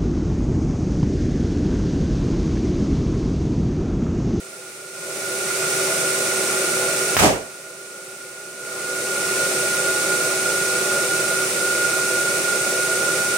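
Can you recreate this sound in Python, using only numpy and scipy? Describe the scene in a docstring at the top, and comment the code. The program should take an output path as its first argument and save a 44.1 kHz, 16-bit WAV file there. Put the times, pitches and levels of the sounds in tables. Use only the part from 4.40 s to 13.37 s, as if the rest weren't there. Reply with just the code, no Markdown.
"""An electric blower fills balloons in a wooden room: turbulence roars in its housing and hisses at the
nozzles, the motor hums, and an edge tone whistles faintly. The camera's gain control, turned down at
first, comes up. At 2.77 s one balloon bursts; its pressure pulse sets the room booming and pushes the
gain down again. After a second the blower swells back, and with the back pressure easing its hum
softens and its whistle grows firm."""
import sys
import numpy as np
from scipy import signal
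from scipy.fft import rfft, irfft, next_fast_len
from scipy.io import wavfile
from scipy.ndimage import uniform_filter1d, minimum_filter1d, map_coordinates

SR = 44100
rng = np.random.default_rng(int(sys.argv[2]) if len(sys.argv) > 2 else 0)


def int16_out(signal):
    """Quantize to a 16-bit WAV file."""
    q = np.round(np.clip(np.atleast_2d(signal).T, -1, 1) * 32767)
    wavfile.write(sys.argv[1], SR, q.astype(np.int16))


N = 395577
T = np.arange(N) / SR
BURST_S, EASING_S = 2.7672, 2.6  # moment of the burst; time constant of the blower's easing after it

# likeness of the air noise at the two microphones: f/Hz, correlation (clipped to +-1 in use)
AIR_CORRELATION = [(60, 0.7), (130, 1.17), (380, 0.84), (700, 0.95), (1000, 0), (1400, 0.42), (1800, 0.07),
                   (4000, 0.19), (9000, 0.15), (11000, -0.03), (15000, -0.24)]


def amp(db):
    """Amplitude ratio of a level: a factor of ten for every 20 dB."""
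    return 10 ** (np.asarray(db) / 20)


def along(points, hz):
    """Interpolation of (f/Hz, value) points on a logarithmic frequency axis."""
    f, values = np.transpose(points)
    return np.interp(np.log(hz + 1), np.log(f + 1), values)


def wobble(rate):
    """Slow random modulation: a spline through `rate` Gaussian knots a second."""
    return map_coordinates(rng.standard_normal(int(N * rate / SR) + 4), [T * rate])


def phase(hz):
    """Phase is the time integral of angular frequency."""
    return 2 * np.pi * np.cumsum(hz) / SR


def filtered(x, response):
    """Linear filtering: the spectrum is multiplied by a frequency response."""
    m = next_fast_len(x.shape[-1] + SR // 4)
    return irfft(rfft(x, m) * response(np.fft.rfftfreq(m, 1 / SR)), m)[..., :x.shape[-1]]


def pan(x, left_db):
    """A level difference between the microphones places a source."""
    return x * amp([[left_db / 2], [-left_db / 2]])


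def diffuse_noise(spectrum, correlation, size=N):
    """A diffuse field of rms 1: the ratio of mid to side noise sets the left-right correlation."""
    # balance of the microphones: f/Hz, left minus right level/dB
    balance = [(60, -6), (110, 0), (200, -0.5), (380, 0.5), (700, -3.5), (1290, -5.5), (2380, 1.5),
               (4400, -4.5), (8120, -2), (15000, 5)]

    def mid_side(hz):
        angle = np.arccos(np.clip(along(correlation, hz), -1, 1)) / 2
        return spectrum(hz) * np.array([np.cos(angle), np.sin(angle)])

    mid, side = filtered(rng.standard_normal((2, size)), mid_side)
    stereo = np.array([mid + side, mid - side])
    stereo = filtered(stereo, lambda hz: amp(np.outer([.5, -.5], along(balance, hz))))
    return stereo / np.sqrt(np.mean(stereo ** 2) + 1e-20)


def back_pressure(settle_s):
    """Exponential relaxation: the load on the blower is 1 until the burst, then dies away."""
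    return np.exp(-np.maximum(T - BURST_S, 0) / settle_s)


def housing_roar(level_db=-27.0, load_db=0.65):
    """Resonance: broadband turbulence drives the modes of housing and balloons, harder under load."""
    # modes in the air stream: f/Hz, width/Hz, relative spectral level/dB
    modes = [(78.5, 19, -23.5), (158.4, 45, -10), (210, 50, -12), (255.5, 11, -11.5), (346.6, 62, -4.5),
             (412.5, 58, -4), (500.8, 18.8, 2), (562.6, 93, -3), (648.3, 31, -3.5), (714, 51, -13.5),
             (779, 23.5, -9), (833, 26, -7.5), (900, 60, -16.5), (1045, 41, -10.5), (1150, 45, -13.5),
             (1230, 72, -10), (1390.3, 44, 1), (1424.5, 25, 1), (1506, 76, -10)]

    def spectrum(hz):
        peaks = (amp(db) / (1 + (2 * (hz - centre) / width) ** 2) for centre, width, db in modes)
        return np.sqrt(sum(peak ** 2 for peak in peaks))

    roar = diffuse_noise(spectrum, AIR_CORRELATION)
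    return roar * amp(level_db + load_db * back_pressure(EASING_S) + 0.55 * wobble(7))


def ripple(hz, step_hz=40, depth_db=1.4):
    """Interference: reflections lightly comb the spectrum of a source that stands still."""
    knots = np.arange(0, SR / 2 + step_hz, step_hz)
    channels = rng.standard_normal((len(knots), 2)).T
    return amp(depth_db * np.array([np.interp(hz, knots, channel) for channel in channels]))


def nozzle_hiss(level_db=-23.5, load_db=0.7):
    """Jet noise: turbulent air hisses out of the nozzles, a little louder under load."""
    # spectrum of the jets: f/Hz, relative spectral level/dB
    jet = [(30, -54), (300, -15.5), (1000, -12), (1700, -8.5), (2000, -2), (2400, -1.5), (2850, -4.5),
           (3230, -10.5), (3550, -5.5), (4200, -6), (4700, -7), (5700, -3.5), (7700, -3.5), (8500, 0.3),
           (9500, -0.9), (10600, -10), (15800, -16.5)]
    hiss = diffuse_noise(lambda hz: amp(along(jet, hz)) * ripple(hz), AIR_CORRELATION)
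    return hiss * amp(level_db + load_db * back_pressure(EASING_S) + 0.11 * wobble(6.6))


def motor_hum(free_hz=378.1, load_hz=1.7, free_db=-0.8, load_db=2.5, beat_hz=4.6, beat_db=-13):
    """Harmonics of the shaft rate over mains hum; a weaker tone just below the first beats with it."""
    # motor harmonics: multiple of the shaft rate, relative level/dB
    orders = [(1, -33.5), (2, -56.5), (4, -53), (5, -55.5), (6, -45.5)]
    load = back_pressure(EASING_S)
    drive_db = free_db + load_db * load
    shaft_hz = free_hz + load_hz * load + 0.58 * wobble(5)
    shaft = phase(shaft_hz)
    harmonics = sum(amp(db + drive_db + 0.41 * wobble(8.8)) * np.sin(round(k) * shaft) for k, db in orders)
    beating = amp(orders[0][1] + beat_db) * np.sin(phase(shaft_hz - beat_hz + wobble(3)))
    mains = amp(-52.0) * np.sin(2 * np.pi * 120 * T)
    return np.sqrt(2) * pan(harmonics + beating + mains, left_db=-0.5)


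def whistle(faint_hz=1433, faint_db=-32, firm_hz=1429, firm_db=-25.5, firming_s=1.5):
    """An edge tone wavers in the air stream; as back pressure falls it grows firm and sags in pitch."""
    # surges and breaks of the tone: t/s, half-length/s, level change/dB
    falters = [(0.12, 0.064, -13), (5.002, 0.061, 3.5), (5.12, 0.042, -10), (7.002, 0.025, 1.5),
               (7.117, 0.054, -13), (7.41, 0.077, 3)]
    load = back_pressure(firming_s)
    hz = firm_hz + (faint_hz - firm_hz) * load + 1.776 * wobble(30)
    flutter_db = (1.0 + 0.5 * load) * wobble(35)
    falter_db = sum(db * np.exp(-((T - at_s) / half_s) ** 2) for at_s, half_s, db in falters)
    level_db = firm_db + (faint_db - firm_db) * load + flutter_db + falter_db
    return pan(np.sqrt(2) * np.sin(phase(hz)) * amp(level_db), left_db=-2.0)


def burst(blast_db=36, push_s=0.00029, suck_s=0.0005, rip_db=20.0, rip_t60_s=0.16, room_db=23):
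    """Freed air radiates a compression, then a rarefaction; the skin rips and the room reverberates."""
    # the tearing skin with its first echoes, and the room's boom: f/Hz, relative spectral level/dB
    rip_spectrum = [(30, -4), (100, 9), (400, -5), (1500, 3.5), (4000, -5.5), (9000, -9), (11000, -11),
                    (15800, -13)]
    boom_spectrum = [(25, -5), (50, -3), (150, 4.5), (240, 5), (380, 9.5), (600, 9.5), (1000, -5),
                     (1600, -10.5), (2500, -8.5), (3800, -15.5), (6000, -12), (8800, -12), (10500, -21),
                     (15800, -28)]
    # sound arriving from all walls at once: f/Hz, left-right correlation
    scattered = [(60, 0.057), (150, 0.7), (350, 0.87), (900, 0.14), (2000, -0.2), (12000, 0.043)]
    # growth of the echoes, slowest in the low middle: f/Hz, build-up time/s
    build_up = [(100, 0.02), (400, 0.074), (750, 0.033), (1500, 0.0077), (10000, 0.007)]
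    # reverberation time of the room: f/Hz, T60/s
    room_t60 = [(80, 0.37), (500, 0.35), (1300, 0.44), (5000, 0.36), (12000, 0.37)]
    t = np.arange(SR) / SR
    compression = np.sin(np.pi * np.minimum(t / push_s, 1))
    after = np.maximum(t - push_s, 0) / suck_s
    rarefaction = 0.16 * after * np.exp(1 - after)
    blast = amp(blast_db) * (compression - rarefaction)
    rip = diffuse_noise(lambda hz: amp(along(rip_spectrum, hz)), scattered, size=SR)
    rip *= amp(rip_db - 60 * t / rip_t60_s) * (t > push_s)
    echoes = diffuse_noise(lambda hz: amp(along(boom_spectrum, hz)), scattered, size=SR)
    hz, frame_s, bands = signal.stft(echoes, SR, nperseg=256)
    swell = (1 - np.exp(-frame_s / along(build_up, hz)[:, None])) ** 2
    decay = amp(-60 * frame_s / along(room_t60, hz)[:, None])
    boom = amp(room_db) * signal.istft(bands * swell * decay, SR, nperseg=256)[1][:, :SR]
    start = round(BURST_S * SR)
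    return np.pad(blast + rip + boom, ((0, 0), (start, N - start - SR)))


def scene():
    """Superposition: the sound pressures of blower and balloon add."""
    return housing_roar() + nozzle_hiss() + motor_hum() + whistle() + burst()


def ride(need, hold_s, rise_per_s):
    """Attack, hold and release: a gain drops at once to what is needed, waits, then climbs linearly."""
    n = int(hold_s * SR) // 2 * 2 + 1
    held = minimum_filter1d(need, n, origin=n // 2, mode="nearest")
    return np.minimum.accumulate(held - rise_per_s * T) + rise_per_s * T


def record(dry, ceiling=1.17, floor_db=-16, down_until_s=0.49, recovery_per_s=0.98, creep_per_s=0.03):
    """Dynamic compression by a fast limiter and a slow gain control, then saturation and band limits."""
    need = np.minimum(1, ceiling / (np.abs(dry).max(axis=0) + 1e-9))
    fast = ride(need, hold_s=0.016, rise_per_s=2.7)
    slow_need = np.maximum(need, amp(floor_db))
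    creeping = ride(slow_need, hold_s=0.5, rise_per_s=creep_per_s)
    swelling = ride(slow_need, hold_s=1.284, rise_per_s=recovery_per_s)
    opening = amp(floor_db) + np.maximum(recovery_per_s * (T - down_until_s), creep_per_s * T)
    slow = np.minimum(np.maximum(swelling, creeping), opening)
    ahead = 241  # samples: looking 5 ms ahead, the gain fades the blower just before the bang
    gain = minimum_filter1d(np.minimum(fast, slow), ahead, origin=-(ahead // 2))
    x = dry * uniform_filter1d(gain, ahead, origin=ahead // 2)
    x = x / (1 + (x / .93) ** 6) ** (1 / 6)  # soft clipping rounds off the peaks
    low_hz, top_hz = 38, 15850
    return filtered(x, lambda hz: (hz < top_hz) / (1 + (low_hz / (hz + 1)) ** 10))


dry = scene()
out = record(dry)
int16_out(out)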